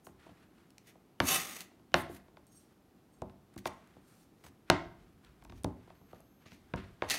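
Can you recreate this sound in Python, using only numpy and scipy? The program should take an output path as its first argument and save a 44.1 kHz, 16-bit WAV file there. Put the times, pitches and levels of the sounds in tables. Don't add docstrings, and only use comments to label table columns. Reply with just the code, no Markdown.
import sys
import numpy as np
from scipy import signal
from scipy.fft import rfft, irfft
from scipy.io import wavfile

SR = 44100
rng = np.random.default_rng(int(sys.argv[2]) if len(sys.argv) > 2 else 0)


def to_wav(sig):
    pcm = np.clip(np.atleast_2d(sig), -1, 1) * 32767
    pcm = np.round(pcm).astype(np.int16)
    wavfile.write(sys.argv[1], SR, pcm.T)


def how_loud(loudness_db):
    steps = np.asarray(loudness_db, float) / 20
    return 10 ** steps


N = 316986


def rms_one(x):
    return x / np.sqrt(np.mean(x ** 2) + 1e-20)


def filtered(x, order, hz, kind="low"):
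    return signal.sosfilt(signal.butter(order, hz, kind, fs=SR, output="sos"), x)


def at_hz(points, hz):
    at, *columns = np.transpose(points)
    return [np.interp(np.log(hz), np.log(at), column) for column in columns]


def colour(x, spectrum):
    hz = np.maximum(np.arange(N // 2 + 1) * SR / N, 1)
    return rms_one(irfft(rfft(x) * how_loud(at_hz(spectrum, hz)[0]), N))


def resonate(x, hz, width):
    r = np.exp(-np.pi * max(width, 3) / SR)
    poles = [1, -2 * r * np.cos(2 * np.pi * hz / SR), r * r]
    return signal.lfilter([1, 0, -1], poles, x) * (1 - r * r) / 2


def drift(rate):
    knots_per_s = 200
    knots = rng.standard_normal(int(N / SR * knots_per_s) + 2)
    slow = signal.sosfilt(signal.butter(2, min(rate, 90), fs=knots_per_s, output="sos"), knots)
    return np.interp(np.arange(N) / SR * knots_per_s, np.arange(len(slow)), rms_one(slow))


def grains(per_s, spread_db):
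    sizes = how_loud(spread_db * np.minimum(rng.exponential(1, N), 3)) * rng.choice([-1, 1], N)
    return rms_one(sizes * (rng.random(N) < per_s / SR))


def swells(rows, weights=1):
    s, db, rise, fall = np.transpose(rows)[:4, :, None]
    at = np.arange(0, N + 32, 32)
    late = at / SR - s
    away = np.maximum(-late / np.maximum(rise, .002), late / np.maximum(fall, .002))
    gain = how_loud(db - 30 * (away + 4 * np.maximum(away - 1, 0)))
    return np.interp(np.arange(N), at, np.sum(gain * np.reshape(weights, (-1, 1)), axis=0))


def add(out, s, sound):
    at = round(s * SR)
    out[at:at + len(sound)] += sound[:N - at]


def background():
    # frequency in Hz, level in dB per Hz.
    hum_spectrum = [(15, -41), (25, -11), (206, 0), (263, -4), (326, -3), (463, -10), (516, -14),
                    (775, -13), (840, -18), (1290, -20), (1740, -25), (2760, -27), (7710, -34),
                    (12900, -33), (15850, -37), (16100, -60)]
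    # frequency in Hz, width in Hz, level in dB.
    hum_peaks = [(200, 100, -75.5), (286, 90, -78.5), (750, 55, -88), (11300, 160, -93.5)]
    # frequency in Hz, level in dB.
    motor_tones = [(6342, -86.5), (12683, -78)]
    t, white = np.arange(N) / SR, rng.standard_normal((2, N))
    hum = how_loud(-65.5) * colour(white[0], hum_spectrum)
    peaks = sum(how_loud(db) * rms_one(resonate(white[1], hz, width)) for hz, width, db in hum_peaks)
    running = (t > 5.943) & (t < 6.44)
    whine = sum(how_loud(db) * np.sin(2 * np.pi * hz * t) for hz, db in motor_tones)
    return hum + peaks + running * whine


def handling():
    # peak time in seconds, level in dB, rise in seconds, fall in seconds.
    shifts = [(0.14, -76, .3, 0.81), (1.36, -78, .3, 1.0), (2.06, -63.5, .3, 0.7), (3.22, -75.5, .5, 1.45),
              (3.74, -70.5, .3, 1.1), (4.86, -56, .25, 0.31), (5.2, -68, 1.1, 0.7),
              (5.62, -52.5, 0.53, 0.28), (6.18, -70.5, .9, 1.2), (6.79, -55, 0.08, 0.44),
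              (6.9, -58, 0.49, 0.049), (7.07, -51, 0.048, 0.21)]
    grip_db = -86.5
    rumble = filtered(rng.standard_normal(N), 2, [30, 85], "band")
    return (how_loud(grip_db) + swells(shifts)) * how_loud(0.83 * drift(3.9)) * rms_one(rumble)


def room(x):
    # frequency in Hz, level in dB, decay t60 in seconds.
    decays = [(60, -13, .55), (160, -3, .55), (420, -1, .42), (1100, 0, .42), (2900, -4, .4),
              (7700, -5, .34), (15000, -8, .2)]
    late_db, early_share, late_stretch = -11.5, .75, 1.45
    t = np.arange(round(.8 * SR)) / SR
    edges = 45 * 2 ** np.arange(0, 8.6, .5)
    white = rng.standard_normal((2, len(t)))
    echo = 0
    for k, (low, high) in enumerate(zip(edges, edges[1:])):
        db, t60 = at_hz(decays, np.sqrt(low * high))
        early = how_loud(-60 * t / (early_share * t60))
        late = how_loud(late_db - 60 * t / (late_stretch * t60))
        echo = echo + filtered(white[k % 2], 2, [low, high], "band") * how_loud(db) * (early + late)
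    echo = echo * (1 - np.exp(-(t / .005) ** 2))
    return signal.fftconvolve(x, echo / np.sqrt(np.sum(echo ** 2)))[:N]


def rustle():
    # time of fastest motion in seconds, level in dB, rise in seconds, fall in seconds.
    motions = [(0.205, -68, .05, 0.2), (0.264, -66, 0.12, 0.18), (0.428, -68.5, 0.24, 0.16),
               (0.582, -69.5, 0.092, 0.34), (0.896, -81, 0.089, .035), (1.74, -76, 0.17, 0.15),
               (2.2, -70, 0.046, 0.041), (2.375, -76.5, 0.0096, 0.13), (2.63, -92, .1, 0.25),
               (2.726, -78, .24, 0.022), (3.3, -75, .05, 0.072), (3.542, -67.5, 0.035, .03),
               (3.71, -66, .03, 0.82), (3.968, -81.5, 0.17, 0.025), (4.125, -73, 0.15, 0.08),
               (4.236, -88, 0.18, 0.2), (4.692, -62, 0.054, 0.021), (5.0, -71.5, 0.16, 0.48),
               (5.246, -66.5, 0.029, 0.23), (5.42, -73, 0.072, 0.032), (5.91, -69, 0.57, 0.096),
               (5.966, -74, 0.057, 0.098), (6.109, -71, 0.15, 0.19), (6.16, -74, 0.044, 0.28),
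               (6.424, -69.5, 0.048, 0.097), (6.46, -59.5, 0.01, 0.0085), (6.726, -72.5, 0.41, .01),
               (6.774, -52.5, 0.042, 0.165), (6.86, -71, 0.29, 0.89), (7.032, -53.5, 0.025, 0.3)]
    # frequency in Hz, level in dB per Hz.
    cloth = [(400, -18.5), (800, -4), (1300, 3.5), (2600, -3), (4200, -9.5), (6000, -25.5), (9000, -47.5)]
    sheen_db = -12 - 0.55 * (np.array(motions)[:, 1] + 70)
    fibres = grains(per_s=9900, spread_db=-1.0) * how_loud(1.5 * drift(59))
    sheen = filtered(fibres, 2, [4000, 11000], "band")
    return swells(motions) * colour(fibres, cloth) + swells(motions, how_loud(sheen_db)) * rms_one(sheen)


def brushes():
    # time of firmest touch in seconds, level in dB, rise in seconds, fall in seconds,
    # ringing share from 0 to 1.
    touches = [
        (2.47, -70.5, .004, 0.14, 0.9),
        (2.52, -72.5, .01, .1, .7),
        (2.565, -66.5, 0.064, 0.11, .95),
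        (2.61, -74.5, .05, 0.199, .2),
        (3.14, -74.5, 0.046, 0.12, 1),
        (4.08, -74.5, 0.059, 0.47, 0.3),
        (4.233, -75, 0.47, 0.055, .1),
    ]
    # frequency in Hz, width in Hz, level in dB.
    free_blade = [(4480, 69, -11), (5630, 40, -8), (5850, 38, -12), (6510, 26, -4), (7460, 28, -7),
                  (8480, 31, 0), (8800, 130, -9), (9190, 35, -20), (9630, 94, -10), (11200, 140, -10),
                  (12900, 56, -13), (14000, 98, -16)]
    share = np.clip(np.array(touches)[:, 4], 0, 1)
    slips = grains(per_s=4000, spread_db=3)
    rings = 0
    for hz, width, db in free_blade:
        rings = rings + how_loud(db + 2.5 * drift(9)) * rms_one(resonate(slips, hz, .6 * width))
    hiss = filtered(slips, 2, [3000, 13000], "band")
    ringing = swells(touches, np.sqrt(share)) * rms_one(rings)
    return ringing + swells(touches, np.sqrt(1 - share)) * rms_one(hiss)


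def squeaks():
    # start in seconds, end in seconds, level in dB.
    slides = [
        (1.18, 1.207, -71.5),
        (1.926, 1.941, -59.5),
    ]
    t = np.arange(N) / SR
    tone = rms_one(resonate(rng.standard_normal(N), 2980, 50))
    return tone * sum(how_loud(db) * np.interp(t, [s, end], [.3, 1], left=0, right=0) for s, end, db in slides)


def snaps():
    # time in seconds, peak level in dB, pitch in Hz.
    releases = [(0.7053, -51, 2900), (0.7822, -39.5, 2850), (1.519, -53, 6140), (1.5566, -45, 6210),
                (1.607, -29.5, 3750), (2.0955, -56, 8000), (2.468, -52.5, 8430), (3.5405, -54.5, 6500),
                (3.561, -55.5, 8000), (3.5785, -40, 6060), (3.735, -57, 7600), (3.8742, -57.5, 7500),
                (5.2484, -50, 2906), (5.4392, -53, 8000), (5.449, -49, 3600), (5.6349, -42, 7800),
                (6.1474, -56.5, 3320), (6.2053, -52, 8500), (6.7605, -46, 4500), (7.0998, -20, 3600),
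                (7.1073, -16, 2300), (7.1132, -25, 3192)]
    out, t = np.zeros(N), np.arange(400) / SR
    for s, db, hz in releases:
        noise = rng.standard_normal(400) * how_loud(-60 * t / .006)
        burst = resonate(noise, hz, min(1.4 * hz, 4500))
        add(out, s - .0003, how_loud(db) * burst / np.abs(burst).max())
    return out


def blade_rings(slips):
    # frequency in Hz, width in Hz, level in dB.
    held = [(775, 36, -2), (1070, 46, -6), (1540, 89, -8), (1960, 39, -6), (2630, 34, 0), (2940, 59, -3),
            (3520, 44, -8), (3730, 200, -6), (4460, 85, -9), (5580, 81, -9), (6170, 65, -10),
            (6520, 33, -5), (6800, 37, -11), (7560, 120, -14), (8090, 55, -9), (8580, 54, -10),
            (9200, 97, -4), (9750, 27, -10), (10400, 48, -8), (11200, 24, -12), (11500, 40, -3),
            (12700, 50, -2), (12900, 32, -2), (14000, 74, -13), (14300, 100, -18), (15100, 83, -16)]
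    rocked = [(4150, 160, -4), (5700, 83, -5), (7460, 84, -11), (8490, 47, -5), (9240, 32, -3),
              (9620, 110, -2), (10000, 82, -8), (10200, 25, -10), (11500, 130, 0), (12500, 87, -7),
              (12900, 120, -7), (14000, 110, -3), (14200, 26, -7), (15400, 83, -12)]
    dragged = [(1950, 120, 0), (3560, 110, -5), (4710, 73, -8), (5570, 46, -6), (6150, 49, -3),
               (6790, 190, -1), (7910, 38, -5), (8610, 43, -5), (9100, 290, -7), (11500, 54, -9),
               (12700, 280, -8), (13900, 130, -11), (14300, 40, -12), (15500, 190, -12)]
    swept = [(635, 42, -2), (1960, 37, 0), (2610, 110, -4), (2910, 22, -4), (4120, 81, -2), (4370, 64, -4),
             (4540, 28, -3), (6230, 300, -7), (6510, 170, -7), (6750, 34, -8), (7280, 37, -8),
             (8420, 140, -10), (9940, 41, -14), (11200, 53, -11)]
    # start in seconds, end in seconds, low ringing in dB, high ringing in dB.
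    holds = [
        (0, 1.19, 13, -5.5),
        (1.19, 1.375, -3, 2),
        (1.375, 1.8, -4.5, -3.5),
        (1.8, 3.0, -6.5, 1.5),
        (3.0, 6.9, -8.5, -5),
        (6.9, 7.2, -3.5, -3.5),
    ]
    sets = [dragged, held, dragged, rocked, dragged, swept]
    out, t = np.zeros((2, N)), np.arange(N) / SR
    for (s, end, low_db, high_db), modes in zip(holds, sets):
        a, b = round(max(s - .01, 0) * SR), min(round((end + .04) * SR), N)
        fade = np.interp(t[a:b], [s - .01, s + .01, end - .01, end + .01], [0, 1, 1, 0])
        drive = slips[a:b] * fade
        rings = np.zeros((2, b - a)) + 1e-9
        for hz, width, db in modes:
            flare = how_loud(.8 * db + 2.5 * drift(14)[a:b])
            rings[int(hz > 6000)] += flare * rms_one(resonate(drive, hz, width))
        out[:, a:b] += [how_loud(low_db) * rms_one(rings[0]), how_loud(high_db) * rms_one(rings[1])]
    return out


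def scrapes():
    # time of full pressure in seconds, level in dB, rise in seconds, fall in seconds,
    # middle part in dB re bright.
    strokes = [(0.052, -56, 0.026, 0.08, -31), (0.875, -63, 0.03, 0.092, 5.5),
               (0.9, -64.5, 0.08, 0.025, 4.5), (1.285, -35, .08, .2, 1.5), (1.32, -38, .1, .1, -1.5),
               (1.362, -36.5, 0.1, 0.04, 1), (1.4, -42.5, .08, 0.26, 3), (1.5, -54, .1, .2, 2.5),
               (1.614, -50.5, .25, 0.046, 3.5), (1.954, -52.5, .011, 0.098, -12),
               (1.985, -54, 0.053, 0.087, -15.5), (2.02, -58, .06, .015, -12), (2.1, -68, .005, .1, -4),
               (2.151, -57.5, 0.077, 0.012, 4), (2.168, -58.5, 0.025, .025, 5),
               (3.58, -54, 0.006, 0.0092, 6.5), (3.588, -54.5, 0.006, 0.025, 5),
               (3.669, -49, 0.0076, 0.02, -1), (3.678, -43, 0.035, 0.0041, 6.5),
               (4.41, -75, 0.096, .1, 4.5), (4.441, -62, 0.005, 0.055, 4), (4.45, -64, .02, .012, 4.5),
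               (4.465, -63.5, .015, .04, 5), (4.486, -66, 0.065, .01, 4), (5.501, -68, 0.0073, 0.004, 18.5),
               (5.58, -70, .15, 0.072, 8), (6.464, -71, 0.014, 0.11, 17), (6.53, -68, 0.085, .17, 10),
               (7.082, -60, .004, .05, 9), (7.089, -50, .004, .06, 6), (7.101, -40, .004, .1, 10.5),
               (7.108, -41, 0.0087, 0.18, 5.5), (7.145, -46.5, .1, 0.09, 2), (7.188, -47, 0.042, .05, 8)]
    # frequency in Hz, level in dB per Hz.
    body_spectrum = [(88, -39.5), (150, -4), (627, -11), (773, -4), (908, -15), (1070, -9.5), (1250, -3),
                     (2670, -14), (7000, -22), (9100, -50), (15400, -120)]
    bright_spectrum = [(2940, -23), (5000, -15), (6380, -1), (7200, -7), (9410, -2.5), (12100, -4.5),
                       (15700, -9), (16100, -50)]
    middle_db = np.array(strokes)[:, 4]
    wood_db = .6 * np.minimum(middle_db, 0)
    pressure = swells(strokes)
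    pressed = np.clip(pressure / how_loud(-33), 0, 1) ** 1.2
    slips = grains(per_s=6000, spread_db=3.5) * how_loud(1.5 * drift(70))
    low, high = blade_rings(slips)
    bright = colour(slips, bright_spectrum) + high
    bright = signal.sosfilt(signal.cheby2(12, 40, 16300, fs=SR, output="sos"), bright)
    body = colour(slips, body_spectrum) + pressed * low
    wood = swells(strokes, how_loud(wood_db)) * rms_one(filtered(body, 4, 1700))
    middle = swells(strokes, how_loud(middle_db)) * rms_one(filtered(body, 6, 1850, "high"))
    return how_loud(-6.5) * (pressure * bright + middle + wood)


def struck(modes, gain_db, detune, t):
    hz, db, t60 = np.transpose(modes)[:, :, None]
    alternating = (-1) ** np.arange(len(modes))[:, None]
    signs = np.where(hz > 400, alternating, np.sign(detune[:, None] - 1))
    wave = np.sin(2 * np.pi * hz * detune[:, None] * t)
    return np.sum(signs * how_loud(db + gain_db[:, None] - 60 * t / t60) * wave, axis=0)


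def bend(x, lag_s):
    khz = np.arange(len(x) // 2 + 1) * SR / len(x) / 1000
    return irfft(rfft(x) * np.exp(-4000j * np.pi * lag_s * np.sqrt(khz)), len(x))


def blows():
    # time in seconds, peak level in dB, hardness in dB,
    # steel tick in dB, table thump in dB.
    chops = [
        (1.201, -13, -6.5, -19.5, -12),
        (1.9406, -8, -4.5, -24, -18),
        (3.218, -29.5, -24, -20.5, -6),
        (3.655, -23.5, -12.5, -20.5, -17.5),
        (4.699, -7.5, -6.5, -12, -15.5),
        (5.643, -25, -18, -8, -2),
        (6.7363, -24.5, -10, -55, -4),
        (7.02, -21.5, -7, -53, -23),
    ]
    # time in seconds, peak level in dB,
    # hardness in dB, table thump in dB.
    light_taps = [(0.067, -40.5, -13, -9), (0.088, -58, -8.5, 6.5), (0.264, -43.5, -22, -16),
                  (0.29, -49, -30, -0.5), (0.953, -51, -25, -36), (1.713, -57.5, -11, -4),
                  (1.795, -55.5, -15, 0), (1.918, -54.5, -8, 1), (2.094, -38, -36, -2),
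                  (2.281, -54.5, -14.5, -33), (2.342, -55, -32, -6.5), (2.369, -46.5, -12.5, -27),
                  (3.296, -53, -9.5, -1), (3.562, -44.5, -18, 5), (3.965, -48, -23, -5),
                  (4.438, -48, -9, -4.5), (4.448, -50.5, -10, -8), (4.463, -49, -10.5, -4),
                  (4.855, -47, -16, -14), (5.422, -50.5, -13.5, -4.5), (5.449, -48.5, -11.5, -16),
                  (5.496, -46.5, -7, 2), (5.521, -46, -10, -2), (5.874, -51.5, -19, -15),
                  (5.901, -44.5, -18, -20.5), (6.012, -55.5, -23, 3), (6.129, -39.5, -22, -10.5),
                  (6.2, -51.5, -23, -7), (6.459, -49.5, -10.5, 0), (6.518, -46, -7, -3),
                  (7.033, -32.5, -23, -24)]
    # frequency in Hz, level in dB, decay t60 in seconds.
    board = [(352, -6, .05), (399.2, -6.5, 0.03), (481, -1, 0.026), (651, -3.5, 0.045), (788, -2.5, .03),
             (889, -3, 0.039), (1076, -0.5, .03), (1343, 0.5, 0.011), (1680, -.5, 0.015),
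             (1760, -7.5, 0.016), (2230, -4.5, .014)]
    table = [(52, -9, .2), (66, -5, .18), (82, -4, .15), (101, -3, .15), (124, -2, .16), (152, -4, .14),
             (191, -1, .18), (225, -4, .12), (252, -3, .12), (294, -3, .11), (373, -2, .1)]
    slap_hz, slap_db, slap_t60_s, slap_late_s = 550, -3.5, .014, .0014
    chatter_db, chatter_t60_s = -17.5, .02
    underside, underside_s = 0.62, 0.00076

    near, far, t = np.zeros(N), np.zeros(N), np.arange(16384) / SR
    short, brief = t[:8192], t[:1000]
    taps = [(s, db, hard, -13.5 + 0.77 * hard, thump) for s, db, hard, thump in light_taps]
    count, pulse = len(board), 1. * (short == 0)
    board_hz = np.array(board)[:, 0]
    upper = np.clip(np.log2(board_hz / 660) / 1.1, 0, 1.5)
    crack = filtered(pulse, 1, [1250, 3500], "band")
    steel_hz = [4000, 10500]
    for s, db, hard_db, tick_db, thump_db in sorted(chops + taps):
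        level, pitch = rng.standard_normal((2, count + len(table)))
        noise = rng.standard_normal(1000)
        level_db, detune = 1.5 * level, 1 + .03 * pitch
        room_db = -3.5 + 0.08 * db

        soft_top_hz = 6500 * how_loud(0.67 * hard_db)
        cushion_db = -10 * np.log10(1 + (board_hz / soft_top_hz) ** 4)
        wood_db = level_db[:count] + cushion_db + (.5 * hard_db + 3.5) * upper
        wood = struck(board, wood_db, detune[:count], short)

        top_hz = np.clip(5200 + 65 * (tick_db + 20.5), 2000, 9000)
        edge = crack + underside * np.roll(crack, round(underside_s * detune[0] ** 4 * SR))
        crack_gain = how_loud(1.29 * hard_db + 37.0)
        knock = bend(filtered(wood + crack_gain * edge, 3, top_hz), lag_s=.0008)
        spread = bend(filtered(wood + crack_gain * crack, 3, top_hz), lag_s=.0008)
        scale = how_loud(db) / np.abs(knock).max()

        tick = how_loud(db + tick_db + 6.0) * filtered(noise * how_loud(-60 * brief / 0.0062), 2, steel_hz, "band")
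        far_tick = how_loud(room_db + db + tick_db + 7.5) * filtered(pulse[:200], 2, steel_hz, "band")
        thump = struck(table, level_db[count:], detune[count:], t) * (1 - np.exp(-(t / .002) ** 2))
        slap = np.sin(2 * np.pi * slap_hz * detune[1] * t[:2000])
        slap = slap * how_loud(db + slap_db - 60 * t[:2000] / slap_t60_s)
        settling = noise * how_loud(db + chatter_db + hard_db - 60 * brief / chatter_t60_s)

        add(near, s + .001, scale * knock)
        add(near, s + .001 + slap_late_s, slap)
        add(near, s + .002, filtered(settling, 2, [2500, 5500], "band"))
        add(near, s + .0012, tick)
        add(near, s, how_loud(db + thump_db - 8.5) * thump)
        add(far, s, how_loud(room_db) * scale * spread)
        add(far, s + slap_late_s, how_loud(room_db - 3) * slap)
        add(far, s + .006, far_tick)
        add(far, s, how_loud(db + thump_db - 5) * thump)
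    return near, far


def scene():
    near, far = blows()
    small = snaps() + squeaks() + scrapes() + brushes()
    echo = room(how_loud(-8.0) * far + how_loud(-13) * small)
    return (near + small + echo + rustle() + handling() + background())[None]


def top_cut(x):
    return signal.sosfilt(signal.butter(12, 16550, fs=SR, output="sos"), x)


def record(dry):
    miked = filtered(dry, 3, 45, "high")
    miked = signal.sosfilt(signal.cheby2(16, 60, 16900, fs=SR, output="sos"), miked)
    return top_cut(miked)


dry = scene()
out = record(dry)
to_wav(out)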